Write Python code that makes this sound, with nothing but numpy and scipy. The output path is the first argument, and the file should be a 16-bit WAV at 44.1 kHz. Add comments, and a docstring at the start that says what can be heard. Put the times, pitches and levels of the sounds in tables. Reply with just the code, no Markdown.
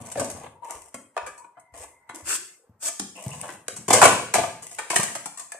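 """Over quiet outdoor air, a steel tube is slid into place on a metal stand in a workshop. For two seconds
it knocks and chatters, each impact exciting the steel's modes, and scrapes and squeals by stick-slip
friction. Sandals then scuff and slap the concrete, heels thump, and the tube slides again. Near four
seconds a foot comes down on the stand with loud clanks, and the tube settles in scattered clicks.
Throughout, the hard walls answer steel and feet with reverberation."""
import sys
import numpy as np
from scipy import signal
from scipy.fft import rfft, irfft, next_fast_len
from scipy.io import wavfile
from scipy.ndimage import uniform_filter1d, map_coordinates

SR = 44100
rng = np.random.default_rng(int(sys.argv[2]) if len(sys.argv) > 2 else 0)


def wrap_up_sound(samples):
    """Save the sound to the file named by the first command line argument, as 16-bit audio."""
    columns = np.atleast_2d(samples).T
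    # keep every value between -1 and 1, then stretch to whole-number steps
    tamed = np.clip(columns, -1, 1)
    steps = np.round(tamed * 32767).astype(np.int16)
    wavfile.write(sys.argv[1], SR, steps)


N = 246519


def amp(db):
    """Decibels to amplitude ratio."""
    return 10 ** (np.asarray(db) / 20)


def along(points, hz):
    """Interpolation of (Hz, value) points on a logarithmic frequency axis."""
    freqs, values = np.transpose(points)
    return np.interp(np.log(hz + 1), np.log(freqs + 1), values)


def filtered(x, response):
    """Linear filtering: the spectrum of x times a frequency response."""
    size = next_fast_len(N + SR // 4)
    return irfft(rfft(x, size) * response(np.fft.rfftfreq(size, 1 / SR)), size)[..., :N]


def causal(gain):
    """Minimum phase: the most compact impulse response with this magnitude."""
    cepstrum = irfft(np.log(np.maximum(gain, 1e-6)))
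    half = cepstrum.shape[-1] // 2
    cepstrum[..., 1:half] *= 2
    cepstrum[..., half + 1:] = 0
    return irfft(np.exp(rfft(cepstrum)))


def stroke(start, length, attack_s, t60):
    """Envelope of a stroke: pressure builds, holds, then decays exponentially."""
    t = np.arange(N) / SR - start
    return np.clip(t / attack_s, 0, 1) ** 2 * 1000 ** (-np.maximum(t - length, 0) / t60)


def strokes(rows, attack_s, t60):
    """Superposed strokes: one envelope per dB column of (start, length, dB, ..) rows."""
    return sum(np.outer(amp(levels), stroke(start, length, attack_s, t60))
               for start, length, *levels in rows)


# Stereo width. Each row: frequency in Hz, side over mid in dB.
SIDE_RATIO = [(60, -19), (130, -18), (260, -14), (520, -10.5), (1100, -6.5), (2200, -3.5), (4500, 1),
              (8000, 1.5), (13000, 0)]
def spread(hz):
    """Mid and side gains: the bass is near mono, the treble wide."""
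    return np.array([np.ones_like(hz), amp(along(SIDE_RATIO, hz))])


def grit(size, rough_db, grain_hz):
    """Random amplitude modulation breaks mid and side noise into grains."""
    position = np.arange(size) * grain_hz / SR
    knots = rng.standard_normal(size)
    return rng.standard_normal((2, size)) * amp(rough_db * np.interp(position, np.arange(size), knots))


def rough_noise(spectrum, rough_db, grain_hz, resonance=np.ones_like):
    """Source and filter: grainy noise shaped by a spectrum and any resonance, with a mid of rms 1."""
    source = grit(N, rough_db, grain_hz)
    noise = filtered(source, lambda hz: amp(along(spectrum, hz)) * spread(hz) * resonance(hz))
    return noise / np.std(noise[0])


# The quiet yard beyond. Each row: frequency in Hz, spectral level in dB.
AIR_SPECTRUM = [(20, -14), (60, -8), (120, -3), (260, -7), (550, -1), (1000, 0), (2000, -6), (3800, -24),
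                (8000, -20), (14000, -30)]
def air(level_db=-68):
    """Ambient noise: a faint broadband floor of outdoor air."""
    return amp(level_db) * rough_noise(AIR_SPECTRUM, rough_db=2, grain_hz=12)


# Decay of the room. Each row: frequency in Hz, t60 (time to fall 60 dB) in seconds.
ROOM_T60 = [(100, 0.69), (260, 0.7), (700, 0.39), (1840, 0.54), (4850, 0.58), (8000, 0.5), (12800, 0.56)]
# Strength of the reflections. Each row: frequency in Hz, gain in dB.
ROOM_TONE = [(100, 1), (300, 0.5), (600, 0.5), (1000, -0.5), (1700, 0), (3000, 2), (8000, 0), (14000, -4)]
def walls(x, build_s=0.00067, segments=14):
    """Diffuse reverberation: a decaying noise tail, drawn anew per segment as things move about."""
    out, t = np.zeros((2, N + SR)), np.arange(SR * 2 // 3) / SR
    for part in np.array_split(np.arange(N), segments):
        hz, age, noise = signal.stft(rng.standard_normal((2, len(t))), SR, nperseg=256)
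        decay = 1000 ** (-age / along(ROOM_T60, hz)[:, None])
        tail = signal.istft(noise * decay, SR)[1][:, :len(t)] * (1 - np.exp(-t / build_s))
        echo = signal.fftconvolve(x[:, part], tail / np.linalg.norm(tail[0]), axes=1)
        out[:, part[0]:][:, :echo.shape[1]] += echo
    return filtered(out[:, :N], lambda hz: amp(along(ROOM_TONE, hz)))


# Rumble of the ground. Each row: frequency in Hz, spectral level in dB.
RUMBLE_SPECTRUM = [(20, -15), (50, -24), (90, 3.5), (180, 5.5), (300, -3.5), (500, -22), (1000, -61)]
# Shifts of weight. Each row: start in seconds, length in seconds, relative level in dB.
WEIGHT_SHIFTS = [(0.0, 0.021, -42), (0.25, 0.15, -51.5), (2.2, 0.194, -68), (3.26, 0.18, -47.5),
                 (3.72, 0.21, -48.5), (4.0, 0.11, -39), (4.35, 0.03, -35.5), (5.0, 0.13, -57)]
def rumble(gain_db=-1):
    """Forced vibration: shifting weight drives a dull rumble in the ground."""
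    envelope, = strokes(WEIGHT_SHIFTS, attack_s=0.01, t60=0.53)
    return envelope * amp(gain_db) * rough_noise(RUMBLE_SPECTRUM, rough_db=8.5, grain_hz=43.2)


# Push of a heel. Each row: frequency as a multiple of its pitch, spectral level in dB.
HEEL_SPECTRUM = [(.2, -44.5), (.5, -14), (1, 2), (1.5, -9), (2.2, -16), (3.2, -28.5), (7, -47.5)]
# Soft footfalls. Each row: start in seconds, relative peak in dB, pitch in Hz, t60 in seconds.
FOOTFALLS = [(0.749, -48, 70.0, 0.18), (1.229, -47.5, 71, 0.12), (1.723, -51, 73, 0.25),
             (1.789, -52, 79.5, 0.22), (2.227, -47.5, 76.5, 0.16), (2.695, -46.5, 116, 0.073),
             (3.002, -34.5, 205, 0.36), (3.264, -23.5, 127, 0.071), (3.781, -55, 116, 0.14),
             (4.993, -23, 183, 0.035)]
def thumps(gain_db=1, shudder_db=-24, size=16384):
    """Soft impact: a heel gives one low-frequency pulse, and the ground shudders briefly."""
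    hz, t = np.fft.rfftfreq(size, 1 / SR), np.arange(size) / SR
    mid = np.zeros(N + size)
    for start, db, pitch_hz, t60 in FOOTFALLS:
        push = amp(shudder_db) * rng.standard_normal(size) * 1000 ** (-t / t60)
        push[0] = 1  # the pulse ahead of the shudder
        thump = signal.fftconvolve(push, causal(amp(along(HEEL_SPECTRUM, hz / pitch_hz))))[:size]
        mid[round(start * SR):][:size] += amp(db + gain_db) * thump / np.abs(thump).max()
    return np.array([mid[:N], np.zeros(N)])


# Hiss and grind of a sole. Each row: frequency in Hz, spectral level in dB.
HISS_SPECTRUM = [(2060, -26), (3500, -3.5), (3930, -10), (4210, -5), (6070, 0), (6550, 2), (8120, 9),
                 (10500, -5.5), (14000, -14)]
GRIND_SPECTRUM = [(120, -66), (200, -27), (318, -5), (389, -10), (814, -11.5), (1540, 0.5), (2190, -10),
                  (2680, -1), (3110, -17), (3230, -55), (4000, -26), (5200, -62), (8800, -120)]
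# Sliding soles. Each row: start and length in seconds, relative hiss and grind levels in dB.
SOLE_SLIDES = [(2.23, 0.13, -28, -35.5), (2.79, 0.092, -29.5, -43)]
def scuffs(gain_db=-1):
    """Roughness noise: a sole sliding over sandy concrete makes a stream of tiny contacts."""
    hiss_envelope, grind_envelope = strokes(SOLE_SLIDES, attack_s=0.069, t60=0.063)
    hiss = hiss_envelope * rough_noise(HISS_SPECTRUM, rough_db=-1.5, grain_hz=650)
    grind = grind_envelope * rough_noise(GRIND_SPECTRUM, rough_db=3.5, grain_hz=305)
    return amp(gain_db) * (hiss + grind)


def singing(rows, q):
    """Driven resonance: noise keeps a narrow band sounding for the length of each stroke."""
    out = np.zeros((2, N))
    for start, length, db, note_hz in rows:
        noise = rng.standard_normal((2, N))
        tone = filtered(noise, lambda hz: spread(hz) / (1 + (2 * q * (hz / note_hz - 1)) ** 2))
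        out += amp(db) * stroke(start, length, attack_s=0.0063, t60=0.087) * tone / np.std(tone[0])
    return out


# Short damped resonances. Each row: start and length in seconds, relative level in dB, pitch in Hz.
DAMPED_NOTES = [(0.16, 0.095, -37.5, 269), (2.13, 0.047, -43, 302), (2.38, 0.047, -52, 356),
                (2.59, 0.06, -59, 468), (3.2, 0.053, -58, 2890), (2.86, 0.013, -37, 642),
                (3.15, 0.046, -46.5, 2740), (3.17, 0.134, -43.5, 650), (3.31, .03, -44, 2720)]
def damped_notes(gain_db=-4):
    """Damped resonance: the hollow body of the opening clatter, then rubbing soles."""
    return amp(gain_db) * singing(DAMPED_NOTES, q=7.1)


# Binding steel. Each row: start and length in seconds, relative level in dB, pitch in Hz.
STEEL_BINDS = [(0.55, 0.048, -51.5, 914), (0.619, 0.09, -36.5, 938), (1.18, 0.089, -43, 955),
               (1.37, 0.066, -46, 960), (1.55, 1, -64, 2057), (1.56, 0.41, -62.5, 956),
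               (2.01, 0.1, -59, 930)]
def squeals(gain_db=-5):
    """Friction drives a sharp resonance where steel binds on steel."""
    return amp(gain_db) * singing(STEEL_BINDS, q=16)


# Modes of tube and stand. Each row: frequency in Hz, bandwidth in Hz, strength in dB.
STEEL_MODES = [(95.54, 1.2, 5), (499.4, 25, 4), (676, 23.5, 4.5), (823, 16, -8.5), (886.6, 21.6, 10.5),
               (956, 4.3, 14), (1019.4, 52, 12), (1110, 18, 13.5), (1190, 36, 9.5), (1506, 34, 0),
               (1715, 25, 7.5), (2043, 51, -3), (2240, 7, 1), (2490, 46, -3), (2953, 86, -2.5)]
def steel(hz):
    """Modal response: resonance peaks add in power over a flat floor."""
    return np.sqrt(1 + sum(amp(db) ** 2 / (1 + (2 * (hz - mode_hz) / width) ** 2)
                           for mode_hz, width, db in STEEL_MODES))


def slips(mean_gap_s=0.03, decay_s=0.0028, height_db=-8, count=600):
    """Relaxation oscillation: the gain jumps and decays each time the surface jerks free."""
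    t = np.arange(N) / SR
    times = np.append(0, np.cumsum(mean_gap_s * (.5 + rng.random(count))))
    age = t - times[np.searchsorted(times, t, "right") - 1]
    jerk = 1 + amp(height_db) * np.exp(-age / decay_s)
    return jerk / np.sqrt(np.mean(jerk ** 2))


# Groan and rasp of sliding steel. Each row: frequency in Hz, spectral level in dB.
GROAN_SPECTRUM = [(150, -53), (250, -7), (415, 0.5), (485, 4), (788, 4), (920, -1), (1340, -10),
                  (1990, -8.5), (3500, -15), (4550, -21), (7700, -120)]
RASP_SPECTRUM = [(1180, -59), (2000, 5.5), (2150, 1), (2960, -2), (3230, -6.5), (4090, -10), (5810, -0.5),
                 (8520, 8.5), (14000, -15.5)]
# Drags of the tube. Each row: start and length in seconds, relative groan and rasp levels in dB.
TUBE_SLIDES = [(0.0, 0.12, -47.5, -49), (0.25, .22, -46.5, -57), (0.62, 0.065, -47.5, -59),
               (0.68, 0.089, -47.5, -51), (0.78, 0.11, -57, -58), (1.26, 0.025, -58, -64),
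               (1.75, 0.099, -47.5, -50.5), (2.14, 0.066, -48, -46.5), (3.15, 0.41, -47.5, -48.5),
               (4.62, 0.27, -60.5, -51.5), (4.94, 0.073, -37, -27.5), (5.08, 0.076, -49, -50)]
def drag(gain_db=-1):
    """Stick-slip friction: the tube slides on the stand with a ringing groan under a fine rasp."""
    groan_envelope, rasp_envelope = strokes(TUBE_SLIDES, attack_s=0.0035, t60=0.048) * slips()
    groan = groan_envelope * rough_noise(GROAN_SPECTRUM, rough_db=4.5, grain_hz=123, resonance=steel)
    rasp = rasp_envelope * rough_noise(RASP_SPECTRUM, rough_db=8.5, grain_hz=323)
    return amp(gain_db) * (groan + rasp)


def contact_point(hz, depth_db=5, spacing_hz=135.8):
    """Modal coupling: each point of contact favours its own modes; in the treble they crowd and even out."""
    knots = np.clip(rng.standard_normal(2048), -1.6, 1.3)
    depth = depth_db * np.interp(hz, [2500, 5000], [1, .6])
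    return amp(depth * map_coordinates(knots, [hz / spacing_hz]))


# Colour of a blow. Each row: frequency in Hz, spectral level in dB.
BLOW_SPECTRUM = [(25, -57.5), (60, -25), (100, -15), (200, -10.5), (400, -5.5), (700, 11), (1050, -5),
                 (1450, -6.5), (2700, -9.5), (3900, -19), (5500, -18.5), (8200, -7.5), (11000, -21.5),
                 (14000, -36)]
# Registers of a blow: clank, thud, crack and zing. Each row: lower and upper edge in Hz.
REGISTERS = [(350, 1400), (40, 350), (1400, 5000), (5000, 16000)]
# Grit crunching under steel or sole. Each row: start in seconds, relative level in dB, t60 in seconds.
GRIT_TICKS = [(0.06, -44, 0.042), (0.117, -34.5, .046), (0.244, -34.5, .06), (0.299, -34, 0.098),
              (1.376, -46.5, 0.1), (1.596, -54.5, 0.092), (1.802, -43, 0.14), (2.823, -35, 0.2),
              (2.881, -27.5, .06), (3.328, -38.5, 0.26), (3.762, -34.5, 0.1), (4.622, -38, 0.14),
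              (4.711, -40.5, 0.13), (5.03, -23, 0.06), (5.395, -35, 0.088)]
# Shared by all ticks: offset of the middle register in dB, weight in dB, hollow note in Hz.
TICK_TIMBRE = (-7.5, -19.5, 720)
# Sharp knocks: steel on steel, and one dry sandal slap at three seconds.
# Each row: start in seconds, relative level in dB, hardness (treble lift) in dB,
# weight (bass lift) in dB, hollow note in Hz, t60 of the chatter in seconds.
SHARP_KNOCKS = [(0.154, -28, -25, -8, 1090, 0.029), (0.169, -25.5, -11, -7, 527, 0.16),
                (0.195, -27, 0, -9.5, 480, 0.056), (0.208, -20.5, -45, -14, 503, 0.047),
                (0.696, -31.5, -33, -27, 890, .08), (0.712, -41, -10, -15, 930, 0.053),
                (0.942, -33.5, -4, -11.5, 620, 0.033), (1.165, -18.5, -30.5, -45, 764, 0.035),
                (1.175, -19.5, -27.5, -52, 1540, 0.0257), (1.263, -32.5, -6.5, -20, 1620, 0.072),
                (1.441, -40.5, -25.5, -25, 940, 0.037), (1.568, -37.5, -32, -25, 1080, 0.097),
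                (1.738, -41.5, -9.5, -18, 680, 0.051), (2.091, -31, -17, -23, 1810, 0.069),
                (2.995, -32.5, 2, -5, 5200, 0.017), (3.43, -28.5, -20, -33, 814, 0.16),
                (3.487, -30.5, -17.5, -17.5, 1880, .09), (3.681, -31, 1, -12, 1220, 0.012),
                (3.88, -23, -3.5, -5, 633, 0.055), (3.902, -10.5, -9, -15.5, 880, .06),
                (3.928, -12, 1.5, -13, 566, 0.091), (3.94, -12, -7, -13.5, 880, 0.34),
                (4.015, -0.5, -12, -60, 960, 0.21), (4.026, -5.5, -14.5, -13, 1200, 0.041),
                (4.037, -5.5, -10, -26, 746, 0.068), (4.052, -3.5, -11.5, -20, 850, 0.034),
                (4.338, -15, -3, -26, 970, 0.073), (4.349, -11.5, -12, -19.5, 770, 0.13),
                (4.38, -12.5, -26, -17, 760, 0.078), (4.434, -17, -32, -43, 790, 0.047),
                (4.785, -23, -9.5, -54, 1550, 0.078), (4.9, -19.5, -5.5, -25, 1650, 0.11),
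                (4.93, -20, -29, -44, 790, 0.066), (4.958, -16, -1, -21.5, 1960, 0.046),
                (4.993, -17.5, -33, -32, 656, 0.05), (5.151, -27, -3.5, -29, 630, 0.062),
                (5.257, -35, 3.5, -16, 845, 0.051), (5.373, -42, 7, -42, 1100, 0.24),
                (5.519, -37, 1, -45, 1750, 0.054), (5.542, -35, -56, -33, 690, 0.024)]
def knocks(clank_db=-14, thud_db=-2, crack_db=-9.5, zing_db=-1, crack_share=0.37,
           hollow_db=4, hollow_q=4, rise_s=0.0039, size=8192):
    """Impact excitation: each knock or tick is a brief chatter, coloured by the modes of the steel."""
    hz, t = np.fft.rfftfreq(size, 1 / SR), np.arange(size) / SR
    padded = 2 * size
    bands = np.array([1 / np.sqrt((1 + (low / (hz + 1)) ** 10) * (1 + (hz / high) ** 10))
                      for low, high in REGISTERS])
    body = rfft(causal(bands[:, None] * spread(hz) * amp(along(BLOW_SPECTRUM, hz)) * steel(hz)), padded)
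    middle_db, tick_weight_db, tick_hz = TICK_TIMBRE
    ticks = [(start, db + middle_db, -middle_db, tick_weight_db, tick_hz, t60)
             for start, db, t60 in GRIT_TICKS]
    out = np.zeros((2, N + padded))
    for start, db, hard_db, weight_db, note_hz, t60 in SHARP_KNOCKS + ticks:
        crack_lift = crack_share * hard_db + crack_db
        # a contact with more thud than crack lands softly and builds up slowly
        softness = np.clip(amp((weight_db - crack_lift) / 2), .1, 1.5)
        envelope = 1000 ** (-t / t60) * (1 - np.exp(-t / (rise_s * softness)))
        chatter = grit(size, rough_db=3, grain_hz=900) * envelope
        spot = causal(contact_point(hz))
        parts = irfft(rfft(chatter, padded) * rfft(spot, padded) * body)
        # rms of each register as if its energy lay within 15 ms
        strength = np.linalg.norm(parts, axis=(1, 2)) / np.sqrt(.015 * SR)
        balance_db = np.array([clank_db, weight_db + thud_db, crack_lift, hard_db + zing_db])
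        blow = np.tensordot(amp(db + balance_db) / strength, parts, 1)
        hollow = causal(1 + amp(hollow_db) / np.hypot(1, 2 * hollow_q * (hz / note_hz - 1)))
        out[:, round(start * SR):][:, :padded] += irfft(rfft(blow) * rfft(hollow, padded))
    return out[:, :N]


# Stereo balance. Each row: frequency in Hz, left over right in dB.
BALANCE = [(100, 1.5), (1000, 1.5), (2200, 2), (4200, -0.5), (7500, 1.5), (13000, 9.5)]
def scene(metal_wet_db=-3, steps_wet_db=-7):
    """Superposition: steel, feet, reverberation and air add as mid and side, then form left and right."""
    metal = knocks() + drag() + squeals()
    steps = scuffs() + rumble() + thumps() + damped_notes()
    room = walls(amp(metal_wet_db) * metal + amp(steps_wet_db) * steps)
    mid, side = metal + steps + room + air()
    stereo = np.array([mid + side, mid - side])
    return filtered(stereo, lambda hz: amp(np.outer([.5, -.5], along(BALANCE, hz))))


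# Threshold of the noise suppressor. Each row: frequency in Hz, level in dB.
GATE_THRESHOLD = [(100, -88.5), (500, -90), (1000, -85.5), (2000, -81), (4000, -83.5), (8000, -84.5),
                  (14000, -109)]
def suppressor(x, depth_db=-12, size=1024):
    """Spectral gating: each frequency is turned down while it stays under the threshold."""
    hz, _, spectra = signal.stft(x, SR, nperseg=size)
    power = np.mean(np.abs(spectra) ** 2, axis=0)
    smoothed = np.abs(uniform_filter1d(power, size=3, axis=1))
    opening = smoothed / (smoothed + amp(along(GATE_THRESHOLD, hz))[:, None] ** 2)
    return signal.istft(spectra * np.maximum(opening, amp(depth_db)), SR)[1][:, :N]


def record(dry, ceiling=.95, top_hz=14266):
    """Soft saturation: the microphone rounds the loudest clanks; gating and a band limit follow."""
    saturated = dry / (1 + np.abs(dry / ceiling) ** 5) ** (1 / 5)
    return filtered(suppressor(saturated), lambda hz: hz < top_hz)


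dry = scene()
out = record(dry)
wrap_up_sound(out)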